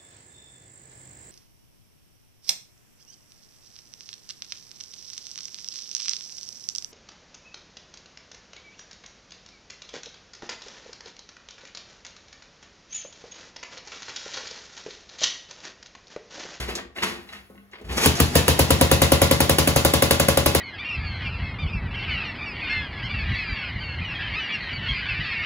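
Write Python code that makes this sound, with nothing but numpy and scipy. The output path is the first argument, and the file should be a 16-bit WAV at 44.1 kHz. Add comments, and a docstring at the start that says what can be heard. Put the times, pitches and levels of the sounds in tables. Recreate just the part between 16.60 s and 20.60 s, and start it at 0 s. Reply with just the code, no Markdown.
"""Hand-starting an antique outboard.

A single-cylinder engine is rocked by hand in a workshop: air puffs through the ports, loose steel clinks,
a glove knocks on the knob. After one hard swing it catches and settles at about eleven pops a second.
Each pop is a crack of gas plus a ring of the exhaust, which echoes off near walls and booms in the room."""
import sys
import numpy as np
from scipy import signal
from scipy.fft import rfft, irfft, next_fast_len
from scipy.io import wavfile
from scipy.ndimage import uniform_filter1d, minimum_filter1d, map_coordinates

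SR = 44100
rng = np.random.default_rng(int(sys.argv[2]) if len(sys.argv) > 2 else 0)


def digitize_waveform(pressure):
    """Quantize a signal to 16-bit integers and store it at the path in sys.argv[1].

    Rows of a 2-D input are taken as channels; values are limited to [-1, 1].
    """
    field = np.atleast_2d(pressure).T
    bounded = np.clip(field, -1, 1)
    quanta = np.round(bounded * 32767).astype(np.int16)
    wavfile.write(sys.argv[1], SR, quanta)


N = 4 * SR

# firings: t/s, thump/dB, bark/dB, crack/dB
FIRINGS = [(1.4579, 8.5, 0.5, 2.5), (1.6, 7.5, -3, 0.3), (1.7536, 11, 2, 3.5), (1.8798, 8.3, 0.2, 2),
           (1.9912, 7.5, -1, 2), (2.1043, 8, -1, 0.2), (2.2105, 10.5, 1.2, 0.8), (2.3133, 9, 0.5, 1.8),
           (2.417, 9, 0.7, 2), (2.5185, 9.5, 1.4, 1), (2.616, 9.5, 2, 1.8), (2.7104, 4.5, 0, 0),
           (2.803, 4, -1.1, 0), (2.8938, 4, -1, 0), (2.9836, 3.5, -1.5, 1.5), (3.073, 2, -1.5, -1),
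           (3.1596, 2, -0.5, 0.5), (3.248, 3.5, 1, 0.2), (3.336, 2.5, -1, 0), (3.4217, 2, 0.5, 0),
           (3.5078, 2.5, -0.2, 0.6), (3.597, 1, -0.7, -1.5), (3.6839, 1.5, -0.5, -0.8),
           (3.7716, 2.5, -0.5, -2), (3.8595, 2, -0.5, -0.4), (3.948, 1, -1.5, -0.5)]
# warm exhaust modes: f/Hz, level/dB, t60/s, lag/s
EXHAUST_MODES = [(259, -14.5, 0.034, .004), (341, -5.5, 0.032, .003), (560, 1, 0.039, 0.0013),
                 (785, -6.5, 0.028, 0.00025), (1033, -9.5, 0.031, 0.00077), (1170, -9, 0.026, 0.0038),
                 (1456, -14.5, 0.024, 0.0012), (1650, -23, 0.039, 0.0011), (2060, -6, 0.015, 0.00022)]
# weight of thump against bark: f/Hz, share
THUMP_SHARE = [(80, 1), (130, 0.57), (330, 0.29), (550, 0.1)]
# wall echoes: delay/s, level/dB
WALL_ECHOES = [(.0072, -11), (0.0185, -13), (0.022, -18.5), (.033, -16.5), (.047, -15.5), (.058, -18)]
# exhaust reverb: f/Hz, level/dB
EXHAUST_WET = [(200, -30), (450, -12.5), (700, -6.5), (1200, -3), (1700, -0.5), (2400, 6)]
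COLD_FLAT_RATIO, WARMUP_S, PORT_OPEN_S = 0.22, 0.5, 0.0029

def exhaust():
    """Each firing rings the exhaust; its pitch climbs as the gas warms, and near walls repeat it."""
    out, t = np.zeros(N), np.arange(SR // 8) / SR
    hz, db, t60, lag = np.transpose(EXHAUST_MODES)
    share = along(THUMP_SHARE, hz)
    polarity = (-1) ** np.arange(len(hz))
    age = np.maximum(t - lag[:, None], 0)
    envelopes = amp(-5 - 60 * age / t60[:, None]) * (1 - np.exp(-(age / PORT_OPEN_S) ** 2))
    for start, thump_db, bark_db, _ in FIRINGS:
        pitch = 1 - COLD_FLAT_RATIO * coldness(start) + rng.normal(0, 0.003)
        mode_db = db + share * thump_db + (1.5 - share) * bark_db + rng.normal(0, 0.58, len(hz))
        rings = envelopes * np.sin(2 * np.pi * hz[:, None] * pitch * age)
        add(out, start, (polarity * amp(mode_db)) @ rings)
    walls = lambda f: 1 + sum(amp(db) * np.exp(-2j * np.pi * f * delay) for delay, db in WALL_ECHOES)
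    return filtered(out, walls) + filtered(room(out), lambda f: amp(along(EXHAUST_WET, f)))


def coldness(time_s):
    """1 at the first firing, towards 0 as the engine warms."""
    return np.exp(-(time_s - FIRINGS[0][0]) / WARMUP_S)


# standing waves: f/Hz, level/dB, t60/s, left-right/dB
ROOM_MODES = [(63.8, -5, .19, -4), (81.3, 1.5, 0.23, 1), (127.3, -1, 0.25, 3.5), (155.9, -5, 0.32, 2),
              (202.4, -8.5, 0.31, 2), (245, -8, 0.32, -7), (293, -9, 0.23, 3), (322.7, -5.5, .2, 4),
              (451.7, -2.5, 0.16, 3), (567.6, -12, 0.25, -1), (739, -17, .18, 8), (845, -14, .22, 6),
              (1009.7, -11, 0.22, -2.5), (1112, -12, 0.26, -8), (1313, -15.5, 0.25, 2)]
BOOM_DB, BOOM_RISE_S, BOOM_LAG_S = -19.5, 0.011, 0.00503

def boom():
    """Each firing drives the room's standing waves; the first, full charges thump hardest."""
    out, t = np.zeros((2, N)), np.arange(SR // 2) / SR
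    hz, db, t60, pan_db = np.transpose(ROOM_MODES)
    envelopes = amp(db[:, None] - 60 * t / t60[:, None]) * (1 - np.exp(-t / BOOM_RISE_S))
    waves = envelopes * np.sin(2 * np.pi * hz[:, None] * t)
    share = along(THUMP_SHARE, hz)
    stereo_gains = (-1) ** np.arange(len(hz)) * amp(np.array([pan_db, -pan_db]) / 2)
    for start, thump_db, bark_db, _ in FIRINGS:
        drive = amp(BOOM_DB + share * (thump_db - bark_db))
        add(out, start + BOOM_LAG_S, (stereo_gains * drive) @ waves)
    return out


# port modes: f/Hz, level/dB, t60/s
PORT_MODES = [(1780, -8, 0.0046), (2891, -3.5, 0.0061), (3720, -8, 0.0062), (4780, -7.5, 0.0044),
              (6640, -7.5, 0.0066)]
SNAP_DB, SNAP_LAG_S = -11, 0.0013

def snap():
    """The steep pressure front of each firing rings the port, hard and very briefly."""
    out, t = np.zeros(N), np.arange(SR // 40) / SR
    for start, _, _, crack_db in FIRINGS:
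        ring = sum(amp(db + rng.normal(0, 2.8) - 60 * t / t60) * np.sin(2 * np.pi * hz * t)
                   for hz, db, t60 in PORT_MODES)
        add(out, start + SNAP_LAG_S, amp(SNAP_DB + crack_db) * ring)
    return with_room(out, wet_db=0.5)


# spectra of the gas jet and its echo: f/Hz, level/dB
CRACK_SPECTRUM = [(300, 13), (900, 3), (2000, 3), (3500, 0), (5500, -4.5), (7000, -5.5), (8500, 3),
                  (10500, 2), (13500, -2), (15500, 0), (16500, -60)]
ECHO_SPECTRUM = [(300, -0.5), (900, -1), (1600, -3.5), (2800, 2), (4000, 4.5), (5500, 1.5), (7000, -1.5),
                 (10500, -0.5), (13500, -4.5), (15500, -2), (16500, -44)]
CRACK_DB, CRACK_RISE_S, CRACK_HOLD_S, CRACK_T60_S = -9.5, 0.0022, 0.0023, 0.023
LEAK_DB, LEAK_LEAD_S = -17, 0.0025
ECHO_DB, ECHO_DELAY_S = 10, 0.0056

def crack():
    """Gas leaks, then bursts out turbulently as the exhaust port opens; each burst has its own echo."""
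    gas, jet, echo = noise(CRACK_SPECTRUM), np.zeros(N), np.zeros((2, N))
    t = np.arange(SR // 25) / SR - LEAK_LEAD_S
    release = amp(-60 * np.maximum(t - CRACK_RISE_S - CRACK_HOLD_S, 0) / CRACK_T60_S)
    blast = np.clip(t / CRACK_RISE_S, 0, 1) * release
    leak = amp(LEAK_DB) * np.clip(1 - np.abs(t) / LEAK_LEAD_S, 0, 1)
    for start, _, _, db in FIRINGS:
        turbulence = gas[round(start * SR):][:len(t)]
        add(jet, start - LEAK_LEAD_S, amp(CRACK_DB + db) * (blast + leak) * turbulence)
        add(echo, start + ECHO_DELAY_S, amp(ECHO_DB + db) * room_tail())
    return jet + filtered(echo, lambda hz: amp(along(ECHO_SPECTRUM, hz)))


# flywheel and cowl modes: f/Hz, level/dB, t60/s
FLYWHEEL_MODES = [(1415, -1.5, 0.4), (1713, -3, .45), (2152, 0.5, 0.28), (2575, 0, 0.35), (2755, -2, 0.43),
                  (2984, 1, 0.27), (3150, 1, .25), (3430, -5, .35), (3780, 0, 0.34), (4075, 0, 0.32),
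                  (5071, -7, .3), (6708, -4, 0.26)]
FLYWHEEL_DB = -41.5

def flywheel():
    """Shaken by each firing, flywheel and cowl ring on between the pops."""
    out, t = np.zeros(N), np.arange(SR // 3) / SR
    for start, _, bark_db, _ in FIRINGS:
        add(out, start, amp(FLYWHEEL_DB + bark_db) * modes(FLYWHEEL_MODES, t, scatter_db=4))
    return with_room(out, wet_db=0)


# gear and intake envelope: t/s, level/dB
WHIRR_ENVELOPE = [(1.25, -83), (1.36, -36), (1.5, -32.5), (1.7, -34), (2.0, -33.5), (4, -35)]
# its spectrum: f/Hz, level/dB
WHIRR_SPECTRUM = [(60, 4), (300, 5.5), (1100, -0.5), (2500, -3), (6000, -6), (12000, -12.5), (16000, -26)]
BLOWBY_DB, BLOWBY_S = 8, 0.014

def whirr():
    """Gears and intake fill the gaps, swelling around firings as gas slips past the cold piston."""
    t = np.arange(N) / SR
    blowby = sum(coldness(start) * np.clip(1.5 - np.abs(t - start) / BLOWBY_S, 0, 1)
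                 for start, *_ in FIRINGS[1:])
    return room(noise(WHIRR_SPECTRUM)) * fader(WHIRR_ENVELOPE) * amp(BLOWBY_DB * blowby)


# air puffs: t/s, rise/s, t60/s, chuff/dB, body/dB, rasp/dB, hiss/dB
PUFFS = [(0, 0.0012, 0.28, -29, -37, -32, -34.5), (.075, 0.022, 0.2, -48, -32, -34.5, -41),
         (0.173, 0.006, 0.14, -72, -35.5, -33, -65), (0.347, 0.029, 0.71, -51, -41, -39, -46.5),
         (.42, 0.014, 0.14, -55, -34, -24, -27), (0.46, 0.037, 0.31, -52, -42, -37.5, -42.5),
         (.665, .03, 0.45, -60, -59, -52, -60), (.722, 0.0072, 0.28, -54, -62, -47, -49.5),
         (1.118, 0.02, 0.21, -66, -53, -45.5, -69), (1.17, 0.024, 0.25, -68, -51, -56.5, -75),
         (1.238, 0.014, 0.66, -31.5, -48.5, -50.5, -57), (1.283, 0.029, 0.11, -33, -37, -36, -47),
         (1.31, 0.021, 0.28, -47, -39.5, -48, -37.5), (1.364, 0.017, 0.079, -48, -27, -26.5, -25),
         (1.39, 0.0645, 0.036, -54, -28.5, -25.5, -19.5)]
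# spectra of the four parts of a puff: f/Hz, level/dB
CHUFF_SPECTRUM = [(25, -31.5), (50, 2), (68, 10.5), (100, -10), (200, -15), (600, -73)]
BODY_SPECTRUM = [(100, -31), (165, -11), (195, 2.5), (225, -4.5), (262, -1), (300, -16), (351, 3),
                 (390, -4), (437, 0), (520, -6.5), (750, -9.5), (1500, -35)]
RASP_SPECTRUM = [(300, -15), (700, 1.5), (1150, 5.5), (1550, 5.5), (2000, 7.5), (3000, 3.5), (5000, -3),
                 (10000, -72)]
HISS_SPECTRUM = [(1500, 3), (4000, 4), (6800, 2), (9000, -1), (12000, -4), (15500, -10), (16500, -35)]
PUFF_DB, RATTLE_DB, RATTLE_HZ = 0.5, 2.5, 160

def cranking():
    """The piston, moved by hand, pushes air through the engine's cavities while the gears rasp."""
    envelopes = np.array([burst(start, rise, t60) for start, rise, t60, *_ in PUFFS])
    chuff, body, rasp, hiss = amp(np.array(PUFFS)[:, 3:]).T @ envelopes
    flutter = map_coordinates(rng.standard_normal(N // 50), [np.arange(N) * RATTLE_HZ / SR])
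    air = chuff * noise(CHUFF_SPECTRUM) + body * noise(BODY_SPECTRUM)
    air += rasp * amp(RATTLE_DB * flutter) * noise(RASP_SPECTRUM)
    air += hiss * noise(HISS_SPECTRUM)
    return amp(PUFF_DB) * with_room(air, wet_db=-6.5)


# knob and flywheel knocks: t/s, thud/dB, click/dB
KNOCKS = [(0.152, -37, -25), (0.897, -44.5, -86), (0.944, -51, -69), (1.113, -58, -59), (1.212, -43, -59),
          (1.379, -36, -25), (1.553, -48, -27), (1.568, -48, -31), (1.656, -45, -33)]
# metal click: f/Hz, level/dB
CLICK_SPECTRUM = [(1500, -1), (4000, 5), (6800, 6.5), (9000, -4), (12000, -9), (15500, -21), (16500, -40)]

def knocks():
    """Small contacts: a thud of the engine's body and a click of metal."""
    thuds = sum(amp(db) * burst(start, rise_s=0.0033, t60_s=0.11) for start, db, _ in KNOCKS)
    clicks = sum(amp(db) * burst(start, rise_s=0.0012, t60_s=0.089) for start, _, db in KNOCKS)
    return with_room(thuds * noise(BODY_SPECTRUM) + clicks * noise(CLICK_SPECTRUM), wet_db=-9)


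# crank impacts: t/s, level/dB
CLUNKS = [(.085, -46), (0.366, -45), (.431, -29.5), (.74, -51), (.897, -47.5), (.965, -46.5)]
# housing modes: f/Hz, level/dB, t60/s
HOUSING_MODES = [(200, 0, 0.38), (260, -8, .45), (351.7, -8.5, 0.36), (439, -13, .45), (1092, -7.5, 0.27),
                 (1280, -15, .25), (1475, -14, .3)]
CLUNK_RISE_S = 0.0075

def clunks():
    """The rocked crank meets its play and the hollow housing rings."""
    out, t = np.zeros(N), np.arange(SR // 2) / SR
    attack = 1 - np.exp(-t / CLUNK_RISE_S)
    for start, db in CLUNKS:
        add(out, start, amp(db) * attack * modes(HOUSING_MODES, t, scatter_db=1.5))
    return with_room(out, wet_db=-12.5)


# steel contacts: t/s, level/dB, most excited f/Hz
CLINKS = [(.362, -34, 2100), (.384, -27, 2900), (.431, -45, 2000), (.69, -35, 3870), (.733, -36.5, 1880),
          (.765, -39, 3700), (0.954, -54, 1900), (.978, -48, 2000), (1.12, -52, 3500), (1.134, -41, 2100)]
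# steel modes before hand damping: f/Hz, level/dB, t60/s
STEEL_MODES = [(1529, -6, .4), (1845, -4, .5), (1980, -6, .4), (2110, 0, 0.13), (2680, -3, .4),
               (2880, -5, 0.17), (3350, -9, .4), (3908, -7.5, .5), (4075, -15, .4), (5200, -27, .5)]
HAND_T60_S, FALL_DB_PER_OCT = 0.089, 10

def clinks():
    """Loose steel parts take up their play, damped by the hand; each contact favours its own modes."""
    out, t = np.zeros(N), np.arange(SR // 4) / SR
    for start, db, centre_hz in CLINKS:
        struck = [(hz, mode_db - FALL_DB_PER_OCT * abs(np.log2(hz / centre_hz)), t60)
                  for hz, mode_db, t60 in STEEL_MODES]
        add(out, start, amp(db - 60 * t / HAND_T60_S) * modes(struck, t, scatter_db=1.5))
    return with_room(out, wet_db=-5.5)


# seeping air envelope: t/s, level/dB
SEEP_ENVELOPE = [(.45, -90), (.58, -65), (.8, -66), (1.0, -68), (1.1, -73), (1.3, -88)]
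# its spectrum: f/Hz, level/dB
SEEP_SPECTRUM = [(4000, -30), (8000, -8), (11000, 1), (15500, -2), (16500, -30)]

def seep():
    """Air hisses thinly past the piston while it is held against compression."""
    return noise(SEEP_SPECTRUM) * fader(SEEP_ENVELOPE)


# workshop background: f/Hz, level/dB
FLOOR_SPECTRUM = [(30, -14), (60, -2), (200, -18), (1000, -16), (4000, -28), (15000, -42)]
FLOOR_DB = -62.5

def room_tone():
    """The workshop's faint, steady rumble."""
    return amp(FLOOR_DB) * room(noise(FLOOR_SPECTRUM))


# reverb decay: f/Hz, t60/s
ROOM_T60 = [(100, 0.67), (700, 0.37), (2000, 0.37), (5000, 0.28), (13000, 0.21)]
# reverb likeness, left to right: f/Hz, coherence
ROOM_COHERENCE = [(100, 1), (500, 0.44), (1200, 0.15), (4000, 0.27), (6500, 0.18), (8000, 1), (16000, 0.94)]
ROOM_BUILD_S = 0.0035

def room_tail():
    """A fresh diffuse stereo echo of the workshop, left energy 1."""
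    hz, t, spectra = signal.stft(rng.standard_normal((2, SR // 2)), SR, nperseg=256)
    decay = amp(-60 * t / along(ROOM_T60, hz)[:, None])
    width = np.arccos(along(ROOM_COHERENCE, hz)) / 2
    weights = np.array([np.cos(width), np.sin(width)])[:, :, None]
    mid, side = signal.istft(spectra * decay * weights, SR, nperseg=256)[1]
    build = 1 - np.exp(-(np.arange(len(mid)) / SR / ROOM_BUILD_S) ** 2)
    tail = np.array([mid + side, mid - side]) * build
    return tail / np.linalg.norm(tail[0])


def room(x):
    """Stereo reverb of x."""
    return signal.fftconvolve(x[None], room_tail(), axes=1)[:, :N]


def with_room(x, wet_db):
    """x plus its reverb."""
    return x + amp(wet_db) * room(x)


def modes(table, t, scatter_db):
    """Free ring of a struck part; each blow weights its modes anew."""
    return sum(amp(db + rng.normal(0, scatter_db) - 60 * t / t60)
               * np.sin(2 * np.pi * (hz * t + rng.random())) for hz, db, t60 in table)


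def burst(start, rise_s, t60_s):
    """Envelope: linear rise, exponential release."""
    t = np.arange(N) / SR - start
    return np.clip(t / rise_s, 0, 1) * amp(-60 * np.clip((t - rise_s) / t60_s, 0, 3))


def fader(points):
    """Gain curve through (t/s, level/dB) points."""
    return amp(np.interp(np.arange(N) / SR, *np.transpose(points)))


def noise(spectrum):
    """Coloured noise, rms 1."""
    x = filtered(rng.standard_normal(N), lambda hz: amp(along(spectrum, hz)))
    return x / x.std()


def filtered(x, response):
    """Apply a complex frequency response."""
    size = next_fast_len(N + SR // 2)
    return irfft(rfft(x, size) * response(np.fft.rfftfreq(size, 1 / SR)), size)[..., :N]


def along(points, hz):
    """Interpolate (f/Hz, value) points over log frequency."""
    f, values = np.transpose(points)
    return np.interp(np.log(hz + 1), np.log(f + 1), values)


def add(track, start, x):
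    """Mix x into the track at start seconds."""
    i = max(0, round(start * SR))
    track[..., i:i + x.shape[-1]] += x[..., :N - i]


def amp(db):
    """dB to amplitude."""
    return 10 ** (np.asarray(db) / 20)


def scene():
    """Engine and hand over the quiet of the workshop."""
    running = exhaust() + boom() + snap() + crack() + flywheel() + whirr()
    by_hand = cranking() + seep() + knocks() + clunks() + clinks()
    return running + by_hand + room_tone()


# microphone balance: f/Hz, left-right/dB
MIC_BALANCE = [(60, 0), (130, 2), (500, 1), (1100, 3.5), (2000, 0.8), (5000, -0.5), (9000, 0)]
# microphone phase, lower range and treble: f/Hz, left lead/rad
MIC_PHASE = [(0, 0.14), (150, 0.4), (600, 0.87), (1200, 1.1), (1800, 1.48), (3000, 2.32), (5000, 2.35),
             (6500, 0.17)]
MIC_TREBLE_PHASE = [(8550, -3.14), (11050, -6.28), (13500, -9.42), (16100, -12.57)]

def microphones(hz):
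    """Response of two closely spaced microphones that differ in level and phase."""
    side = np.array([[0.5], [-0.5]])
    phase = np.interp(hz, *np.transpose(MIC_PHASE + MIC_TREBLE_PHASE))
    return amp(side * along(MIC_BALANCE, hz)) * np.exp(1j * side * phase)


def limiter(x, ceiling_db, hold_s):
    """Duck the highest peaks for a moment."""
    size = round(hold_s * SR)
    gain = np.minimum(1, amp(ceiling_db) / (np.abs(x).max(axis=0) + 1e-9))
    return x * uniform_filter1d(minimum_filter1d(gain, 2 * size), size)


LOW_CUT_HZ, TOP_HZ = 60.7, 16400

def record(dry):
    """Low cut, microphone pair, limiter and steep band limit."""
    low_cut = signal.butter(2, LOW_CUT_HZ, 'highpass', fs=SR, output='sos')
    stereo = filtered(signal.sosfilt(low_cut, dry), microphones)
    limited = limiter(stereo, ceiling_db=-0.5, hold_s=0.002)
    return filtered(limited, lambda hz: 1 / np.sqrt(1 + (hz / TOP_HZ) ** 160))


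dry = scene()
out = record(dry)
digitize_waveform(out)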